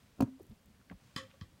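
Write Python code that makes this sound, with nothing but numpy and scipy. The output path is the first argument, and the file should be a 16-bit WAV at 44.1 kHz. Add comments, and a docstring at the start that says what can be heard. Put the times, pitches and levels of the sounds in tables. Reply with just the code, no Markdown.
"""Knocks on the case of a hand-held phone, shifted and propped up in a small tiled room: short pushes ring its modes.
Sine bursts make dull bumps and hollow tones; filtered noise makes short gritty bursts, dry ticks and hard taps.
The taps, and more faintly the knocks and ticks, also excite a dense echo of decaying noise bands, the tiles.
Under it lie a steady hiss, a rumble whose level flickers, and a faint broad hiss that comes and goes."""
import sys
import numpy as np
from scipy import signal
from scipy.fft import rfft, irfft
from scipy.io import wavfile
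from scipy.ndimage import uniform_filter1d

SR = 44100
rng = np.random.default_rng(int(sys.argv[2]) if len(sys.argv) > 2 else 0)


def generate_wav(sig):
    """Save sig (samples, or channels by samples) to the path in sys.argv[1] as 16-bit PCM at SR."""
    pcm = np.round(np.clip(np.atleast_2d(sig).T, -1, 1) * 32767).astype(np.int16)
    wavfile.write(sys.argv[1], SR, pcm)


N = 70560
T = np.arange(N) / SR  # time [s]


def undb(db):
    """Level to amplitude: 20 dB is a factor of ten."""
    return 10 ** (np.asarray(db) / 20)


def add(out, start_s, x):
    """Superposition: mix x into out from the given time."""
    i = int(start_s * SR)
    out[i:i + len(x)] += x[:N - i]


def peak(x, hz, width_hz):
    """Second-order resonance with gain 1 at its centre."""
    quality = hz / min(width_hz, 15000)
    return signal.lfilter(*signal.iirpeak(hz, quality, fs=SR), x)


def coloured(table):
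    """Spectral shaping: white noise weighted by (frequency [Hz], level [dB]) points, scaled to rms 1."""
    top_hz = 15850
    hz, db = np.array(table).T
    f = np.arange(N // 2 + 1) * SR / N + 1  # the 1 keeps the logarithm finite
    gain = undb(np.interp(np.log(f), np.log(hz), db)) * (f < top_hz)
    x = irfft(rfft(rng.standard_normal(N)) * gain, N)
    return x / x.std()


def walk(rate_hz):
    """Random wander of spread 1: white noise smoothed by two moving averages."""
    window = int(SR / rate_hz)
    x = uniform_filter1d(uniform_filter1d(rng.standard_normal(N), window), window)
    return x / x.std()


def sine_bursts(table, rise, exponent=1):
    """Amplitude modulation: a quarter-sine rise over a share of each length, then a quarter-sine fall."""
    out = np.zeros(N)
    for start_s, length_s, hz, db in table:
        t = T[:int(length_s * SR)]
        u = t / length_s
        envelope = np.sin(np.pi / 2 * np.minimum(u / rise, (1 - u) / (1 - rise))) ** exponent
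        add(out, start_s, undb(db) * envelope * np.sin(2 * np.pi * hz * t))
    return out


def background():
    """Stationary noise: hiss over a randomly modulated low band, plus a faint hiss on its own level curve."""
    # steady noise spectrum: (frequency [Hz], relative level [dB])
    floor_colour = [(12, -15), (20, -15), (81, 1), (143, -3), (200, -2.5), (370, -14.5), (563, -14),
                    (648, -17), (908, -20), (1640, -24), (2110, -25), (12300, -32.5), (16300, -33)]
    # faint hiss spectrum: (frequency [Hz], relative level [dB])
    hiss_colour = [(300, -24), (1000, 5), (3000, 2.5), (7000, -4.5), (9500, -7.5), (11000, -21),
                   (16000, -13)]
    # faint hiss over time, before a small wander: (time [s], rms level [dB])
    hiss_level = [(0, -71.5), (.12, -75), (.19, -74.5), (.6, -77.5), (.96, -76.5), (1.02, -72), (1.12, -70),
                  (1.3, -73), (1.45, -76), (1.6, -74.5)]
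    floor_db, flicker_db = -66, 2.5
    steady = coloured(floor_colour) * undb(floor_db)
    rumble = signal.sosfiltfilt(signal.butter(2, 330, fs=SR, output="sos"), steady)
    flickering = rumble * undb(flicker_db * walk(53))
    hiss_db = np.interp(T, *np.array(hiss_level).T) + 0.5 * walk(41)
    return steady - rumble + flickering + coloured(hiss_colour) * undb(hiss_db)


def bumps():
    """Heavily damped motion: dull bumps of hand and support, most lasting only a few cycles."""
    # bumps: (start [s], length [s], pitch [Hz], peak level [dB])
    bump_table = [(.2251, 0.02, 258.7, -22.5), (.25, 0.031, 252, -45), (.276, 0.024, 250, -42),
                  (.226, 0.032, 119.5, -29.5), (.405, 0.012, 369, -44.5), (.41, 0.053, 100.4, -59.5),
                  (.496, .016, 104.5, -45.5), (.508, 0.034, 214, -49.5), (.52, 0.023, 59, -52),
                  (.7, 0.024, 206, -57), (.9, 0.061, 200.7, -47), (.911, 0.034, 184.4, -42.5),
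                  (.925, 0.027, 95, -49), (.94, .045, 49, -53.5), (1.1625, 0.008, 187, -31.5),
                  (1.167, 0.064, 92.6, -53), (1.22, 0.086, 104.3, -57), (1.4137, 0.013, 150, -37.5),
                  (1.4205, 0.028, 91.5, -42.5), (1.44, 0.09, 41.7, -67), (.03, 0.041, 109, -59.5),
                  (1.02, 0.014, 118.5, -58.5), (1.08, 0.024, 101, -76), (1.535, 0.021, 99, -54.5)]
    return sine_bursts(bump_table, rise=.26)


def gritty_bursts():
    """Band-filtered granular noise: short bursts, for scuffs and the noisy attacks of knocks and taps."""
    # gritty bursts: (start [s], length [s], rms level before the envelope [dB], centre [Hz], width [Hz])
    burst_table = [(.2045, .011, -47, 2550, 700), (.2045, .012, -50, 4500, 1000),
                   (.2045, .014, -54, 6500, 3000), (.223, .005, -52, 2000, 2000),
                   (.8972, .006, -51, 1700, 1000), (.901, .008, -60, 1700, 900),
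                   (.9095, .012, -59, 1900, 1200), (1.1618, .006, -45, 5000, 600),
                   (1.411, .004, -54, 1750, 400), (1.4108, .005, -57, 5100, 700),
                   (1.415, .02, -64, 4400, 1500), (1.412, .022, -61, 1100, 120),
                   (.8975, .004, -64, 3900, 1500), (.21, .04, -60, 3500, 4000),
                   (.214, .035, -63, 6500, 1500), (.18, .03, -60, 400, 500), (.205, .04, -42, 550, 250),
                   (.272, .03, -60, 550, 120), (.25, .05, -66, 1000, 800), (.39, .04, -62, 550, 500),
                   (.42, .07, -62, 230, 200), (.505, .035, -64, 400, 500), (.911, .026, -54, 750, 600),
                   (1.29, .055, -68, 2200, 2500), (1.19, .09, -62, 240, 150), (1.43, .05, -62, 260, 200)]
    grains_per_s, grain_spread_db = 4000, 1.2
    out = np.zeros(N)
    draws = rng.random((len(burst_table), 3, 4000))
    for (start_s, length_s, db, hz, width_hz), (noise, pick, size) in zip(burst_table, draws):
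        # dense grains of slightly varied size stand out of a weak steady noise
        grain_size = undb(-grain_spread_db * np.log(size + 1e-9))
        grains = (noise - .5) * (.3 + (pick < grains_per_s / SR) * 3 * grain_size)
        x = peak(grains, hz, width_hz)
        x = peak(peak(x, hz, 2 * width_hz), hz, 2 * width_hz)
        u = T[:4000] / length_s
        envelope = np.clip(np.minimum(u / .25, (1 - u) / .75), 0, 1)  # quick to rise, slower to fall
        add(out, start_s, undb(db) * x / x.std() * envelope)
    return out


def knocks():
    """Modal excitation: raised-cosine pushes ring the modes of the case; a longer contact is duller."""
    # knocks on the case: (time [s], push level [dB], contact [ms])
    knock_table = [(0.193, -34.5, 2), (0.205, -21, 0.69), (0.2078, -15.5, 1.17), (0.2126, -27, 1.98),
                   (0.2232, -23, 0.74), (0.2259, -19, 1.6), (0.9103, -39, 1.6), (0.925, -50.5, 0.61)]
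    # modes of the case: (frequency [Hz], relative level [dB], 60 dB decay time [s])
    case_modes = [(112, -28, 0.2), (210, -16, 0.0067), (271.8, -3, 0.052), (460, -6.5, 0.016),
                  (528, -18.5, 0.053), (790, -6.5, 0.024), (939, -20.5, 0.058), (1080, -10, 0.015),
                  (1300, -5, 0.0064), (1626, -19.5, 0.046), (2600, -38, 0.017), (3600, -23, 0.024),
                  (2462, -4, 0.048), (4400, -24, .025), (6200, -28, .02)]
    push, t = np.zeros(N), T[:SR // 2]
    for start_s, db, contact_ms in knock_table:
        pulse = np.hanning(max(int(contact_ms * SR / 1000), 1) + 2)
        add(push, start_s, -undb(db) * pulse / pulse.sum())
    ring = sum(undb(db - 60 * t / t60) * np.sin(2 * np.pi * hz * t) for hz, db, t60 in case_modes)
    high_pass = signal.butter(2, 94, "high", fs=SR, output="sos")
    return signal.sosfilt(high_pass, signal.fftconvolve(push, ring)[:N])


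def tiles(x):
    """Reverberation: convolution with noise bands, each decaying at its own rate after a quick build-up."""
    # echo bands: (centre [Hz], relative level [dB], 60 dB decay time [s])
    echo_bands = [(457, 1, 0.17), (1310, 1.5, 0.21), (2160, 4.5, 0.2), (3880, -2, 0.26), (6800, 13, 0.17),
                  (10300, -2, 0.079), (14600, 3, 0.12)]
    start_s, rise_s = .002, .009
    t = T[:SR // 2]
    tail = np.zeros(len(t))
    for hz, db, t60 in echo_bands:
        band = peak(peak(rng.standard_normal(len(t)), hz, hz * 1.16), hz, hz)
        tail += band / np.sqrt(hz) * undb(db - 60 * t / t60)  # the root offsets the wider upper bands
    tail *= np.clip((t - start_s) / rise_s, 0, 1)
    return signal.fftconvolve(x, tail / np.sqrt(np.sum(tail ** 2)))[:N]


def ticks():
    """Impulsive excitation: very short decaying noise through a band makes small dry ticks of the case."""
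    # ticks: (time [s], peak level [dB], centre [Hz])
    tick_table = [(.2078, -37, 8500), (.208, -35, 13500), (.2122, -46, 4300), (.2264, -41, 8000),
                  (.2264, -43, 13500), (.3975, -61, 11000), (.4195, -57, 12500), (.4304, -55, 13500),
                  (.4548, -60, 13000), (.4672, -58, 13500), (.4978, -60, 14000), (.5105, -65, 4000),
                  (.5162, -59, 4000), (.6592, -53, 13500), (.94, -64, 13000), (1.3132, -52, 2500),
                  (.801, -61, 1350), (.814, -59, 1350)]
    decay_ms, relative_width = .8, .55
    out, t = np.zeros(N), T[:400]
    draws = rng.standard_normal((len(tick_table), 400))
    for (start_s, db, hz), noise in zip(tick_table, draws):
        burst = noise * np.exp(-t * 1000 / decay_ms)
        x = peak(peak(burst, hz, hz * relative_width), hz, hz)
        add(out, start_s, undb(db) * x / np.abs(x).max())
    return out


def hums():
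    """Amplitude-modulated tones: hollow hums whose swell has a flattened top."""
    # hums: (start [s], length [s], pitch [Hz], peak level [dB])
    hum_table = [(.262, .125, 263, -49), (1.163, .112, 530, -52), (1.337, .024, 540, -61)]
    return sine_bursts(hum_table, rise=.34, exponent=.5)  # an exponent under 1 flattens the top


def taps():
    """Source and filter: an even clatter excites fixed resonances; returns direct sound and echo send."""
    # hard taps heard through the air:
    # (time [s], root-two times rms over the clatter [dB], clatter [ms], brightness [Hz], echo send [dB])
    tap_table = [(1.1619, -34, 4, 12000, -1.5), (1.297, -66, 8, 1500, -10), (1.338, -66, 6, 2000, -10),
                 (1.4111, -52, 2.2, 6000, -8), (1.4195, -57, 2.5, 6000, -8)]
    # resonances of the tapped thing: (frequency [Hz], width [Hz], relative level [dB])
    tapped_modes = [(242, 54, 8), (495, 15.4, 5.5), (970, 72, -34), (1120, 82, 7), (1290, 46, 5),
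                    (1806, 147, 1), (1910, 166, -0.5), (2655, 320, -2), (3154, 140, 2.5), (3317, 380, 2.5),
                    (4010, 250, -1), (5070, 350, -2), (7010, 1160, -14), (8730, 3600, -17.5),
                    (13500, 10000, -21)]
    direct, send, t = np.zeros(N), np.zeros(N), T[:4000]
    draws = rng.standard_normal((len(tap_table), 4000))
    for (start_s, db, clatter_ms, bright_hz, echo_db), noise in zip(tap_table, draws):
        spectrum = rfft(noise * np.exp(-(t * 1000 / clatter_ms) ** 2))
        # flatten the spectrum so that no band is left out
        spectrum = spectrum / np.sqrt(uniform_filter1d(np.abs(spectrum) ** 2, size=30))
        clatter = irfft(spectrum) * (t < .04)
        clatter = signal.sosfilt(signal.butter(2, bright_hz, fs=SR, output="sos"), clatter)
        x = sum(undb(mode_db) * peak(peak(clatter, hz, width_hz), hz, 4 * width_hz)
                for hz, width_hz, mode_db in tapped_modes)
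        x *= undb(db) / np.sqrt(2 * np.mean(x[:int(clatter_ms * SR / 1000)] ** 2))
        add(direct, start_s, x)
        add(send, start_s, x * undb(echo_db))
    return direct, send


def scene():
    """Superposition of the sources and the echo that the case and the taps excite."""
    case_echo_db = -17.5
    case = knocks() + ticks()
    tap, tap_send = taps()
    echo = tiles(tap_send + undb(case_echo_db) * case)
    return (background() + bumps() + gritty_bursts() + case + hums() + tap + echo)[None]


def record(dry):
    """Band limiting: a steep elliptic low-pass closes the top of the band."""
    top_hz = 16400
    return signal.sosfilt(signal.ellip(10, .2, 60, top_hz, fs=SR, output="sos"), dry)


dry = scene()
out = record(dry)
generate_wav(out)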